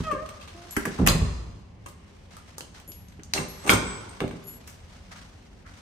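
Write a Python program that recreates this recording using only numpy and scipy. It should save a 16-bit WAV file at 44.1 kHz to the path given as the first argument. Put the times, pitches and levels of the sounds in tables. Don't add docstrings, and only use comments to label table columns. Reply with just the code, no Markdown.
import sys
import numpy as np
from scipy import signal
from scipy.io import wavfile

SR = 44100
rng = np.random.default_rng(int(sys.argv[2]) if len(sys.argv) > 2 else 0)


def dump_mix(stems):
    frames = np.atleast_2d(stems).T
    limited = np.clip(frames, -1, 1)
    pcm = np.round(limited * 32767).astype(np.int16)
    wavfile.write(sys.argv[1], SR, pcm)


N = 256220

# frequency in Hz, relative density in dB per Hz.
HUM_SPECTRUM = [(15, -36), (25, -1), (87, 7.5), (120, -11), (170, 1.5), (256, -7.5), (293, -17), (354, -10),
                (988, -20), (1070, -36), (2160, -23), (3160, -29), (4610, -76.5), (8830, -61),
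                (16000, -100)]
# frequency in Hz, t60 in seconds.
HALL_T60 = [(60, 1.45), (250, 1.165), (1000, 1.18), (2500, 0.76), (6000, 1), (12000, 0.22)]
# frequency in Hz, likeness from 0 to 1.
STEREO_LIKENESS = [(60, 0.96), (170, 0.94), (300, 0.49), (600, 0.19), (2000, 0.054), (8000, 0.12)]
# time in seconds, relative level in dB.
RUSTLE_LEVEL = [(0, -49), (.3, -59), (.95, -49.5), (1.75, -73), (2.1, -65), (3.2, -68), (3.7, -52.5),
                (4.1, -56), (4.7, -62), (5.81, -67)]
# frequency in Hz, relative density in dB per Hz.
CLOTH_SPECTRUM = [(300, -28), (700, 1), (1500, 0), (3000, -4.5), (6000, -6.5), (9000, -16.5), (11000, -24),
                  (16000, -33)]
# start in seconds, relative level in dB, t60 in seconds.
SLEEVE_BRUSHES = [(2.304, -54, 0.51), (2.45, -63, 0.75), (2.741, -47.5, 0.21), (4.888, -63, 1),
                  (5.107, -47, 0.43), (5.66, -60, 0.82), (5.739, -59, 0.28)]
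# start in seconds, relative level in dB.
SOLE_RUBS = [(5.109, -48), (5.645, -48)]
# start in seconds, relative level in dB, seconds until a hand damps them.
KEY_TOUCH_EVENTS = [(.709, -42, .06), (2.877, -43, .3), (3.484, -47, .2), (4.44, -52, .03),
                    (4.47, -41, .12)]
# start in seconds, relative level in dB, seconds until it is damped.
RING_TOUCH_EVENTS = [(3.585, -57, .05), (3.851, -43, .14), (4.50, -63, .08)]
# frequency in Hz, relative level in dB, t60 in seconds.
KEY_MODES = [(7025, -11, .3), (11340, 0, .45), (13400, -9, .3)]
# frequency in Hz, relative level in dB, t60 in seconds.
KEY_RING_MODES = [(7935, 0, 1.2)]
# time in seconds, slips per second, relative level in dB, sharpness in dB per overtone.
HINGE_TURNS = [
    [(.03, 650, -58, 3), (.05, 640, -43, 3), (.075, 628, -36, -1), (.11, 598, -33, -1), (.145, 540, -41, 0),
     (.172, 528, -41, -1), (.19, 595, -36, -3), (.24, 628, -39, -4), (.27, 625, -58, -2),
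     (.35, 615, -58, -5)],
    [(.53, 340, -70, -3), (.555, 342, -47, -9), (.60, 346, -50, -9), (.66, 352, -46, -9),
     (.70, 352, -78, -9)],
]
# frequency in Hz, relative level in dB.
SQUEAK_SPECTRUM = [(300, 0), (600, 0), (1200, 1), (1900, -9), (2500, -16), (4000, -22), (8000, -50)]
# start in seconds, relative level in dB, strongest region in Hz, rattle t60 in seconds.
DOOR_THUDS = [(.002, -23, 188, 0.023), (.125, -30, 328, 0.052), (0.77, -22.5, 333, 0.02),
              (0.856, -26, 296, 0.15), (.989, -10.5, 151, 0.11), (1.01, -7, 139, 0.16),
              (1.064, -10.5, 127, 0.094), (1.078, -25, 51.5, .07), (1.099, -15, 70, .08),
              (1.147, -15.5, 163, 0.058), (1.209, -10, 102, 0.093), (2.876, -44.5, 297, 0.11),
              (3.191, -44, 330, 0.022), (3.338, -25.5, 540, 0.21), (3.383, -23.5, 150, 0.037),
              (3.41, -30, 225, 0.04), (3.649, -24.5, 470, 0.23), (3.698, -17.5, 424, 0.13),
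              (3.729, -17, 170, 0.098), (4.21, -23.5, 370, 0.079), (4.239, -23.5, 317, 0.018),
              (4.328, -36, 180, .13)]
# frequency in Hz, relative level in dB, t60 in seconds.
DOOR_MODES = [(58.7, -0.5, 0.33), (83, -3, 0.17), (97, -3.5, 0.074), (169.5, -6.5, 0.64),
              (183.6, -1, 0.097), (240.4, 3.5, 0.12), (314.4, 5.5, 0.059), (337, -3, 0.023),
              (396, 4.5, 0.096), (519, -20, 0.017), (600, -2, 0.076), (755, 13.5, 0.017)]
# start in seconds, relative level in dB, strongest region in Hz, its spread in octaves,
# relative crack level in dB, rattle t60 in seconds.
METAL_CLICKS = [(0.112, -35, 2350, 0.5, 3.5, 0.073), (0.261, -47, 2720, .5, -16, .022),
                (.29, -43, 2720, 0.57, 11, 0.025), (.410, -41.5, 3250, 0.34, -7, 0.13),
                (.475, -41.5, 3000, 0.35, -18, 0.077), (0.708, -52, 7400, 0.084, -14, .05),
                (0.765, -1.5, 1860, .12, -11, 0.034), (.853, -11, 1726, 0.23, -5.5, 0.027),
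                (.986, -23, 970, 0.45, -25, .065), (1.063, -12, 2484, 0.23, 5, 0.085),
                (1.073, -6.5, 2765, 0.21, 8.5, 0.0074), (1.083, -15.5, 4380, 0.22, -10, 0.045),
                (1.86, -33.5, 1264, 0.8, -18.5, 0.053), (1.884, -43.5, 1090, .3, 11, 0.09),
                (2.367, -33.5, 1180, 0.1, 0, .019), (2.582, -30.5, 1400, 0.45, 9.5, 0.011),
                (2.607, -37, 3420, 0.36, -29, 0.0079), (2.799, -50.5, 2900, .5, 13, .029),
                (2.918, -59.5, 5730, 0.29, 16, 0.017), (3.084, -64, 5140, 0.34, -3, 0.013),
                (3.122, -53.5, 3220, 0.36, 5, .02), (3.195, -42.5, 1990, 0.25, -10, 0.036),
                (3.234, -57, 5900, 0.27, -12, 0.006), (3.336, -19, 4810, 0.2, -11, 0.02),
                (3.377, -16.5, 2440, 0.19, -4.5, 0.026), (3.694, 1.5, 2100, 0.11, -26, 0.0082),
                (3.699, -3.5, 990, 0.19, 1.5, 0.067), (3.73, -14, 1000, 0.94, 3.5, 0.07),
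                (4.091, -62, 8850, 0.2, -27.5, 0.055), (4.204, -22.5, 2040, 0.37, -13, 0.014),
                (4.278, -45.5, 3300, 0.41, 2, .016), (4.31, -36.5, 1870, 0.42, -6, 0.024),
                (4.671, -44.5, 2700, 0.53, 19, 0.23)]
# start in seconds, relative level in dB, strongest region in Hz, rattle t60 in seconds.
BOLT_GRINDS = [(1.078, -19.5, 518, 0.14), (1.092, -44, 2690, 0.27), (3.345, -21.5, 1320, 0.22),
               (3.616, -54, 2080, 0.2), (3.633, -28.5, 1070, 0.22), (3.662, -21.5, 1660, 0.21)]
# frequency in Hz, relative level in dB, t60 in seconds.
LATCH_MODES = [(564, 0, 0.027), (1040, -8.5, 0.022), (1209, -7.5, 0.026), (1626, -7.5, 0.0078),
               (2093, 3, 0.0026), (2233, -10, 0.0047), (2708, -6.5, 0.017), (3200, 12.5, 0.0016),
               (4207, -1, 0.017), (4860, 5, 0.0056), (5750, 9.5, 0.0053), (6330, 21, 0.0049),
               (7400, 27, 0.0019), (8400, 22.5, 0.017)]

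HUM_DB, CUTOFF_HZ = -48.5, 16700
BRUSH_RISE_S, SOLE_T60_S = 0.017, 0.27
THUD_RISE_SHARE, THUD_SPREAD_OCT = 0.1, 0.63
GRIND_RISE_SHARE, GRIND_SPREAD_OCT = 0.11, 0.83
LIGHT_RISE_S, HEAVY_RISE_S = 0.00046, 0.00076


def from_db(db):
    return 10 ** (np.asarray(db) / 20)


def rms_one(x):
    return x / np.sqrt(np.mean(x ** 2) + 1e-20)


def energy_one(bursts):
    return bursts / np.sqrt(np.sum(bursts ** 2, axis=2, keepdims=True))


def in_time(rows):
    s, *columns = np.transpose(rows)
    return [np.interp(np.arange(N) / SR, s, column) for column in columns]


def at_hz(points, hz):
    table_hz, values = np.transpose(points)
    return np.interp(np.log(hz), np.log(table_hz), values)


def drift(rate_hz):
    step = 40
    r = np.exp(-2 * np.pi * rate_hz * step / SR)
    noise = rng.standard_normal(N // step + 2002)
    slow = rms_one(signal.lfilter([1], [1, -2 * r, r * r], noise)[2000:])
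    return np.interp(np.arange(N) / step, np.arange(len(slow)), slow)


def band_pass(x, low_hz, high_hz, order=2):
    return signal.sosfilt(signal.butter(order, [low_hz, high_hz], "band", fs=SR, output="sos"), x)


def bands(shape, size):
    out, edges = 0, 25 * 2 ** np.arange(0, 9.6, 0.5)
    white = rng.standard_normal((2, 2, size))
    for k, (low, high) in enumerate(zip(edges, edges[1:])):
        mid, side = band_pass(white[k % 2], low, high)
        hz = np.sqrt(low * high)
        alike = np.clip(at_hz(STEREO_LIKENESS, hz), -1, 1)
        stereo = np.sqrt(1 + alike) * mid + np.sqrt(1 - alike) * side * [[1], [-1]]
        out = out + shape(hz) * stereo
    return out


def ring(x, hz, t60):
    r, w = from_db(-60 / (t60 * SR)), 2 * np.pi * hz / SR
    return signal.lfilter([0, np.sin(w)], [1, -2 * r * np.cos(w), r * r], x + 1e-18)


def rattles(rises, t60s, channels, size):
    t = np.arange(size) / SR
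    swell = 1 - np.exp(-t / np.clip(rises, 0.0001, 0.05)[:, None])
    shape = swell * from_db(-60 * t / np.clip(t60s, 0.002, 0.3)[:, None])
    grain_db = 3.5 * rng.standard_normal((len(t60s), 1, size // 64))
    grains = np.repeat(from_db(grain_db), 64, axis=2)
    noise = rng.standard_normal((len(t60s), channels, size))
    return energy_one(noise * grains * shape[:, None])


def struck(bursts, centre_hz, modes, octaves):
    out = 0
    for hz, level_db, t60 in modes:
        distance = np.abs(np.log2(hz / centre_hz) / octaves)
        share = from_db(level_db) / (1 + distance ** 3)
        out = out + share[:, None, None] * np.sqrt(t60 * SR) * energy_one(ring(bursts, hz, t60))
    return out


def laid_out(times, bursts):
    channels, size = bursts.shape[1:]
    out = np.zeros((channels, N + size))
    for s, burst in zip(times, bursts):
        start = round(s * SR)
        out[:, start:start + size] += burst
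    return out[:, :N]


def hum():
    noise = bands(lambda hz: from_db(at_hz(HUM_SPECTRUM, hz) + 1.5 * drift(3)), N)
    return from_db(HUM_DB) * rms_one(noise)


def hallway(x):
    t = np.arange(SR) / SR
    doorway = from_db(9.0 - 60 * t / 0.22)
    build_up = 1 - np.exp(-t / 0.0017)
    tail = bands(lambda hz: from_db(-60 * t / at_hz(HALL_T60, hz)) * (1 + doorway), SR) * build_up
    tail = tail / np.sqrt(np.mean(np.sum(tail ** 2, axis=1)))
    return signal.fftconvolve(x[None], tail, axes=1)[:, :N]


def stroke(s, level_db, t60):
    since = np.maximum(np.arange(N) / SR - s, 0)
    return (1 - np.exp(-since / BRUSH_RISE_S)) * from_db(level_db - 60 * since / t60)


def rustle():
    grain = drift(53)
    cloth = rms_one(bands(lambda hz: from_db(at_hz(CLOTH_SPECTRUM, hz) + 1.9 * grain), N))
    rub = rms_one(band_pass(cloth, 1100, 2200))
    cloth_level = from_db(in_time(RUSTLE_LEVEL)[0]) + sum(stroke(*row) for row in SLEEVE_BRUSHES)
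    sole_level = sum(stroke(s, level_db, SOLE_T60_S) for s, level_db in SOLE_RUBS)
    return from_db(4.5) * cloth_level * cloth + sole_level * rub


def tinkle(touches, modes):
    out, t = np.zeros(N), np.arange(N) / SR
    for s, touch_db, lasts in touches:
        free = (t >= s) * np.clip((s + lasts - t) / 0.02, 0, 1)
        for hz, mode_db, t60 in modes:
            fade_db = -60 * np.maximum(t - s, 0) / t60
            out += free * from_db(touch_db + mode_db + fade_db) * np.sin(2 * np.pi * hz * (t - s))
    return out


def hinge():
    out, t = 0, np.arange(N) / SR
    for turn in HINGE_TURNS:
        slips_hz, level_db, sharp_db = in_time(turn)
        sharp_db = np.clip(sharp_db, -9, 7)
        phase = 2 * np.pi * np.cumsum(slips_hz * (1 + 0.007 * drift(40))) / SR
        squeak = 0
        for k in range(1, 6):
            colour_db = at_hz(SQUEAK_SPECTRUM, k * slips_hz) + (k - 1) * sharp_db
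            harmonic_db = level_db + colour_db + 3.0 * drift(45)
            squeak = squeak + from_db(harmonic_db) * np.sin(k * phase)
        turning = (t > turn[0][0]) & (t < turn[-1][0])
        out = out + turning * squeak
    return out


def door():
    s, level_db, centre_hz, t60 = np.transpose(DOOR_THUDS)
    knocks = rattles(THUD_RISE_SHARE * t60, t60, channels=1, size=16384)
    booms = struck(knocks, centre_hz, DOOR_MODES, THUD_SPREAD_OCT)
    sides = from_db([[-0.8], [0.8]])
    return laid_out(s, booms * from_db(level_db - 19)[:, None, None]) * sides


def contacts(s, level_db, centre_hz, spread, crack_db, t60, rise):
    bursts = rattles(rise, t60, channels=2, size=6144)
    steel = from_db(-10.0) * struck(bursts, centre_hz, LATCH_MODES, spread)
    crack = from_db(crack_db + 13.5)[:, None, None] * band_pass(bursts, 3000, 11500, order=1)
    return laid_out(s, from_db(level_db)[:, None, None] * (steel + crack))


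def latch():
    columns = np.transpose(METAL_CLICKS)
    click_rise = LIGHT_RISE_S + HEAVY_RISE_S * np.sqrt(from_db(columns[1]))
    clicks = contacts(*columns, click_rise)
    s, level_db, centre_hz, t60 = np.transpose(BOLT_GRINDS)
    no_crack = np.full_like(s, -np.inf)
    grinds = contacts(s, level_db, centre_hz, GRIND_SPREAD_OCT, no_crack, t60, GRIND_RISE_SHARE * t60)
    return clicks + grinds


def scene():
    metal, wood, squeak = latch(), door(), hinge()
    keys = tinkle(KEY_TOUCH_EVENTS, KEY_MODES) + tinkle(RING_TOUCH_EVENTS, KEY_RING_MODES)
    direct = metal + wood + from_db(0.5) * squeak + keys
    sent = from_db(-3.5) * metal[0] + from_db(-5) * wood.mean(0)
    sent = sent + from_db(-2.5) * squeak + from_db(1) * keys
    return direct + hallway(sent) + rustle() + hum()


def record(dry):
    dry = signal.sosfilt(signal.butter(3, 36, "high", fs=SR, output="sos"), dry)
    dry = 0.9 * np.tanh(dry / 0.9)
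    return signal.sosfilt(signal.cheby2(12, 70, CUTOFF_HZ, fs=SR, output="sos"), dry)


dry = scene()
out = record(dry)
dump_mix(out)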